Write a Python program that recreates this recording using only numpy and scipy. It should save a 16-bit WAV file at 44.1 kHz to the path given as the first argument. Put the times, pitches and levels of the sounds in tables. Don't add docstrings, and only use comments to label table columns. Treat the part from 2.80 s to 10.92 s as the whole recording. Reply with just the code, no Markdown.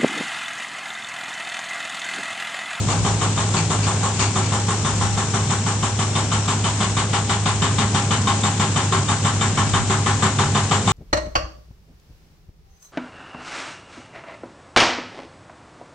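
import sys
import numpy as np
from scipy.fft import rfft, irfft, next_fast_len
from scipy.io import wavfile
from scipy.ndimage import map_coordinates

SR = 44100
rng = np.random.default_rng(int(sys.argv[2]) if len(sys.argv) > 2 else 0)


def persist_wave(psi):
    counts = np.round(np.clip(psi, -1, 1) * 32767).astype(np.int16)
    wavfile.write(sys.argv[1], SR, np.atleast_2d(counts).T)


N = 358091

FIRST_BLOW_S, BEAT_S, QUICKEN_S, BLOW_COUNT = 0.0842, 0.16358, 0.000023, 50
FORCE_SCATTER_DB, PING_DETUNE = 0.44, 0.004
DRONE_HZ, IDLE_HZ, WORK_HZ = 102.94, 78, 95
IDLE_DB, WORK_DB = -36, -26
WHISTLE_START_S, WHISTLE_END_S, WHISTLE_FADE_S = 1.3, 3.9, 0.3
TOP_HZ = 10600

# time_s, force_db, bite_db, ping_db, tilt_db_per_octave
STONE_RESPONSE = [(0, -23.5, -5.5, -6, -3.5), (1.2, -24.5, -7, -4, -3), (2.6, -24.3, -6.3, -5, 1.5),
                  (3.4, -25, -3.5, -3, -3), (4.3, -22.5, -2, -5, 0.5), (5.7, -23, -3, -2.5, 0),
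                  (6.6, -22.5, -6, 2, 2.5), (7.4, -20.5, -5, -4, 3.5), (8.1, -21, -4, -4.5, -3)]
# pitch_hz, relative_db, t60_s
HOUSING_MODES = [(139.3, 1.5, 0.15), (169, 2.5, 0.13), (210.2, -1, 0.34), (259, -6, 0.27),
                 (382.4, -5, 0.41), (410.4, -8.5, 0.43), (476, -19, 0.22)]
STEEL_MODES = [(791.4, -9.5, 0.32), (809.6, -2, 0.64), (920, -9, 0.18), (1030, -1.5, 0.3),
               (1079, 2.5, 0.28), (1208, 4.5, 0.092), (1358, -8.5, 0.49), (1480, -14, 0.3),
               (1560, -14, 0.42), (1750, -9.5, 0.49)]
CHISEL_MODES = [(2272, -11, .3), (3057, -2, .2), (3413, -6, .2), (3612, 0, .16), (3690, -2, .15),
                (5626, -12, .35), (5890, -9, .2), (7477, -6, .45), (7823, -7, .4)]
# frequency_hz, relative_db
CLANG_SPECTRUM = [(120, -46), (300, -14.5), (560, -13), (720, -8), (810, -4), (930, -4), (1110, -1.5),
                  (1290, -7), (1600, -8.5), (2100, -16), (4000, -57)]
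BITE_SPECTRUM = [(900, -34), (1600, -11), (2050, 3), (2550, -0.5), (3050, 4), (3700, 1), (4100, -2),
                 (5000, -5), (6500, -28), (9000, -69)]
GRIT_SPECTRUM = [(3500, -41), (5200, -12), (5800, -0.5), (6200, -4.5), (6800, 3), (7500, 1), (8300, 0),
                 (9000, -11.5), (10000, -21.5), (11000, -61)]
# time_s, firing_hz
DOZER_REVS = [(0, 113), (.55, 108), (.95, 110), (1.15, 92), (1.5, 63), (2.1, 78), (2.6, 67), (4.5, 69),
              (4.85, 84), (5.15, 95.2), (8.12, 95)]
# firing_multiple, relative_db
DOZER_PARTIALS = [(.5, -24), (1, -6.5), (1.5, -8.5), (2, -24.5), (2.5, -17), (3, -18.5)]
DRONE_PARTIALS = [(1, 1), (2, -19), (3, -26), (4, -26.5)]
# start_s, relative_db, rise_s, t60_s
RUBBLE_SLIDES = [(.1, -34, .006, 0.34), (.76, -27.5, .01, 0.29), (1.024, -28, 0.01, 0.2),
                 (1.36, -32.5, 0.012, 0.18), (1.392, -27, 0.007, 0.46), (1.62, -33, 0.021, 0.35)]
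# pitch_hz, width_hz, gain_db
SCRAPE_RESONANCES = [(2350, 170, 5), (2710, 110, 6), (4450, 320, 3.5), (6660, 160, 10)]
# frequency_hz, relative_db
RUBBLE_SPECTRUM = [(400, -21), (1400, -3), (2500, -1.5), (3700, -3.5), (5300, -2), (7300, -3), (8400, -7),
                   (10500, -36)]
RUMBLE_SPECTRUM = [(15, -34), (30, -26.5), (55, -12), (80, -2.5), (120, 1), (160, 0.5), (230, -3.5),
                   (320, -11.5), (420, -11), (600, -19.5), (1000, -24), (2000, -60)]
HISS_SPECTRUM = [(200, -8), (800, 1), (1400, -1.5), (1900, -4), (2600, -3.5), (3300, -3.5), (4200, -3.5),
                 (4700, -6), (5400, -2.5), (5700, -2.5), (6250, -1), (6900, 2), (7800, 1), (8500, -5.5),
                 (9200, -13.5), (10300, -31)]
WHISTLE_SPECTRUM = [(4500, -70), (5300, -35), (5620, 0), (5720, -5), (5850, -1), (6150, -30), (7250, -22),
                    (7520, 0), (7750, -25), (8500, -60)]
WIND_SPECTRUM = [(12, -24), (25, -19), (45, 1), (62, 1), (90, -4), (200, -43)]
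# peak_s, relative_db, half_length_s
WIND_GUSTS = [(.15, -35, 0.42), (2.252, -31.5, .2), (4.8, -36, .17), (6.9, -32, 0.2)]
# frequency_hz, correlation
STEREO_LIKENESS = [(30, 0.82), (70, 1), (700, 0.92), (1200, 0.82), (1800, 0.3), (3000, 0.46), (4000, 0.27),
                   (6000, 0.067), (9000, 0.067)]
# frequency_hz, left_minus_right_db
PORT_BALANCE = [(100, -0.6), (800, 0), (1100, 1), (1350, 4.5), (2500, 5.5), (4000, 6.5), (5200, 4),
                (6600, 11), (7300, 4.5), (7750, -4), (8300, -9.5), (9200, -7.5), (10000, -13)]
# frequency_hz, left_lead_rad
PORT_LEAD = [(550, 0), (850, 0), (1150, 0), (1500, 0.57), (1850, -1.2), (2250, 0.3), (3200, -.4),
             (4000, -1.8), (5300, -0.7), (6100, -4), (7000, -2.5), (8200, -3.5)]


def hammer():
    t = np.arange(SR // 3) / SR
    thud = amp(-0.93) * ring(t, HOUSING_MODES, rise_s=0.003, scatter_db=2.5, slip_rad=0.37)
    clank = amp(-4.5) * ring(t, STEEL_MODES, rise_s=0.0048, scatter_db=3.5, slip_rad=0.78)
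    ping = ring(t, CHISEL_MODES, rise_s=0.0013, scatter_db=4.5, slip_rad=2.5)
    clang = amp(-1) * rattle(t, CLANG_SPECTRUM, repeat=0.48, rise_s=0.0013, hold_s=0.048, t60_s=0.27)
    bite = amp(-1.5) * rattle(t, BITE_SPECTRUM, repeat=0.35, rise_s=0.0011, hold_s=0.042, t60_s=0.25)
    grit = amp(-28) * rattle(t, GRIT_SPECTRUM, repeat=0.36, rise_s=0.0052, hold_s=0.029, t60_s=0.32)
    stone_times, *stone = np.transpose(STONE_RESPONSE)
    track = np.zeros((2, N))
    for i, start_s in enumerate(blow_times()):
        force_db, bite_db, ping_db, tilt = (np.interp(start_s, stone_times, col) for col in stone)
        force_db += rng.normal(0, FORCE_SCATTER_DB)
        chisel = detuned(ping[i], rng.normal(0, PING_DETUNE))
        edge = amp(bite_db) * (bite[i] + amp(ping_db) * chisel)
        brightness = lambda hz: amp(tilt * np.log2(np.clip(hz, 600, 1800) / 1050))
        steel = filtered(clang[i] + clank[i], brightness)
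        body = amp(0.3 * tilt) * thud[i]
        add(track, start_s, amp(force_db) * (body + steel + edge) + grit[i])
    return track


def blow_times():
    gaps_s = BEAT_S - QUICKEN_S * np.arange(BLOW_COUNT - 1)
    return FIRST_BLOW_S + np.r_[0, np.cumsum(gaps_s)]


def ring(t, modes, rise_s, scatter_db, slip_rad):
    hz, db, t60_s = np.transpose(modes)[:, :, None]
    spread = stereo_angle(hz)
    phase = 2 * np.pi * (hz * t + rng.random(hz.shape))
    envelope = amp(db - 60 * t / t60_s) * (1 - np.exp(-t / rise_s))
    waves = envelope * np.exp(1j * np.array([phase + spread, phase - spread]))
    scatter, slip = rng.standard_normal((2, BLOW_COUNT, len(modes)))
    strikes = amp(scatter_db * scatter) * np.exp(1j * slip_rad * slip)
    return np.swapaxes((strikes @ waves).real, 0, 1)


def rattle(t, spectrum, repeat, rise_s, hold_s, t60_s):
    takes = noise(spectrum, size=len(t), count=BLOW_COUNT + 1)
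    envelope = (1 - np.exp(-t / rise_s)) * amp(-60 * np.maximum(t - hold_s, 0) / t60_s)
    return envelope * (np.sqrt(repeat) * takes[0] + np.sqrt(1 - repeat) * takes[1:])


def engines():
    dozer_db = IDLE_DB + (WORK_DB - IDLE_DB) * dozer_load()
    dozer = amp(dozer_db) * exhaust(dozer_firing_hz(), DOZER_PARTIALS, rough_db=1, drift_cycles=0.01)
    drone = amp(-25) * exhaust(np.full(N, DRONE_HZ), DRONE_PARTIALS, rough_db=0, drift_cycles=0.006)
    return dozer + drone


def exhaust(firing_hz, partials, rough_db, drift_cycles):
    cycles = np.cumsum(firing_hz) / SR + drift_cycles * wobble(8.3)
    tone = np.zeros(N)
    for multiple, db in partials:
        level = amp(db + rough_db * wobble(22))
        tone += level * np.sin(2 * np.pi * (multiple * cycles + rng.random()))
    return np.sqrt(2) * tone


def dozer_firing_hz():
    return np.interp(np.arange(N) / SR, *np.transpose(DOZER_REVS))


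def dozer_load():
    return np.interp(dozer_firing_hz(), [IDLE_HZ, WORK_HZ], [0, 1])


def rubble():
    t = np.arange(SR // 2) / SR
    flow = np.zeros((1, N))
    for start_s, db, rise_s, t60_s in RUBBLE_SLIDES:
        rush = amp(db - 60 * t / t60_s) * (1 - np.exp(-t / rise_s))
        add(flow, start_s, rush[None])
    grains = unit(amp(2.3 * wobble(500)) * noise(RUBBLE_SPECTRUM)[0])
    steel = lambda hz: 1 + sum(amp(db) * 1j * hz * width / (pitch ** 2 - hz ** 2 + 1j * hz * width)
                               for pitch, width, db in SCRAPE_RESONANCES)
    return amp(4.5) * filtered(flow * grains, steel)


def machine_bed():
    load = dozer_load()
    rumble = amp(-28.5 + load + 0.85 * wobble(6)) * noise(RUMBLE_SPECTRUM)[0]
    flicker_db = 0.39 * wobble(14) + 0.77 * wobble(150)
    hiss = amp(-29 + 0.75 * load + flicker_db) * noise(HISS_SPECTRUM)[0]
    return rumble + hiss


def whistle():
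    t = np.arange(N) / SR
    fade = np.clip(np.minimum(t - WHISTLE_START_S, WHISTLE_END_S - t) / WHISTLE_FADE_S, 0, 1)
    return fade * amp(-40 + 1.6 * wobble(11)) * noise(WHISTLE_SPECTRUM)[0]


def wind():
    t = np.arange(N) / SR
    breeze = amp(-47.5)
    gusts = sum(amp(db) * np.exp(-((t - peak_s) / half_s) ** 2) for peak_s, db, half_s in WIND_GUSTS)
    eddies = unit(filtered(rng.standard_normal((2, N)), lambda hz: amp(along(WIND_SPECTRUM, hz))))
    return (breeze + gusts) * amp(2.4 * wobble(8)) * amp([[1.5], [-4]]) * eddies


def noise(spectrum, size=N, count=1):
    def colour(hz):
        angle = stereo_angle(hz)
        return amp(along(spectrum, hz)) * [np.cos(angle), np.sin(angle)]
    mid, side = filtered(rng.standard_normal((count, 2, size)), colour).swapaxes(0, 1)
    return unit(np.stack([mid + side, mid - side], axis=1))


def stereo_angle(hz):
    return np.arccos(along(STEREO_LIKENESS, hz)) / 2


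def detuned(sound, share):
    positions = np.arange(sound.shape[-1]) * (1 + share)
    return np.array([map_coordinates(side, [positions]) for side in sound])


def wobble(rate_hz):
    knots = rng.standard_normal(int(N * rate_hz / SR) + 4)
    return map_coordinates(knots, [np.arange(N) * rate_hz / SR])


def filtered(x, response):
    n = x.shape[-1]
    padded = next_fast_len(n + 4096)
    return irfft(rfft(x, padded) * response(np.fft.rfftfreq(padded, 1 / SR)), padded)[..., :n]


def along(points, hz):
    knots_hz, values = np.transpose(points)
    return np.interp(np.log(hz + 1), np.log(knots_hz + 1), values)


def add(track, start_s, sound):
    part = track[:, round(start_s * SR):][:, :sound.shape[-1]]
    part += sound[:, :part.shape[-1]]


def amp(db):
    return 10 ** (np.asarray(db) / 20)


def unit(x):
    return x / np.sqrt(np.mean(x ** 2) + 1e-20)


def scene():
    return hammer() + engines() + rubble() + machine_bed() + whistle() + wind()


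def record(dry):
    def ports(hz):
        split = np.array([[0.5], [-0.5]])
        balance = amp(split * along(PORT_BALANCE, hz))
        balance /= np.sqrt(np.mean(balance ** 2, axis=0))
        delay = np.exp(1j * split * along(PORT_LEAD, hz))
        return balance * delay * (hz < TOP_HZ)
    return filtered(dry, ports)


dry = scene()
out = record(dry)
persist_wave(out)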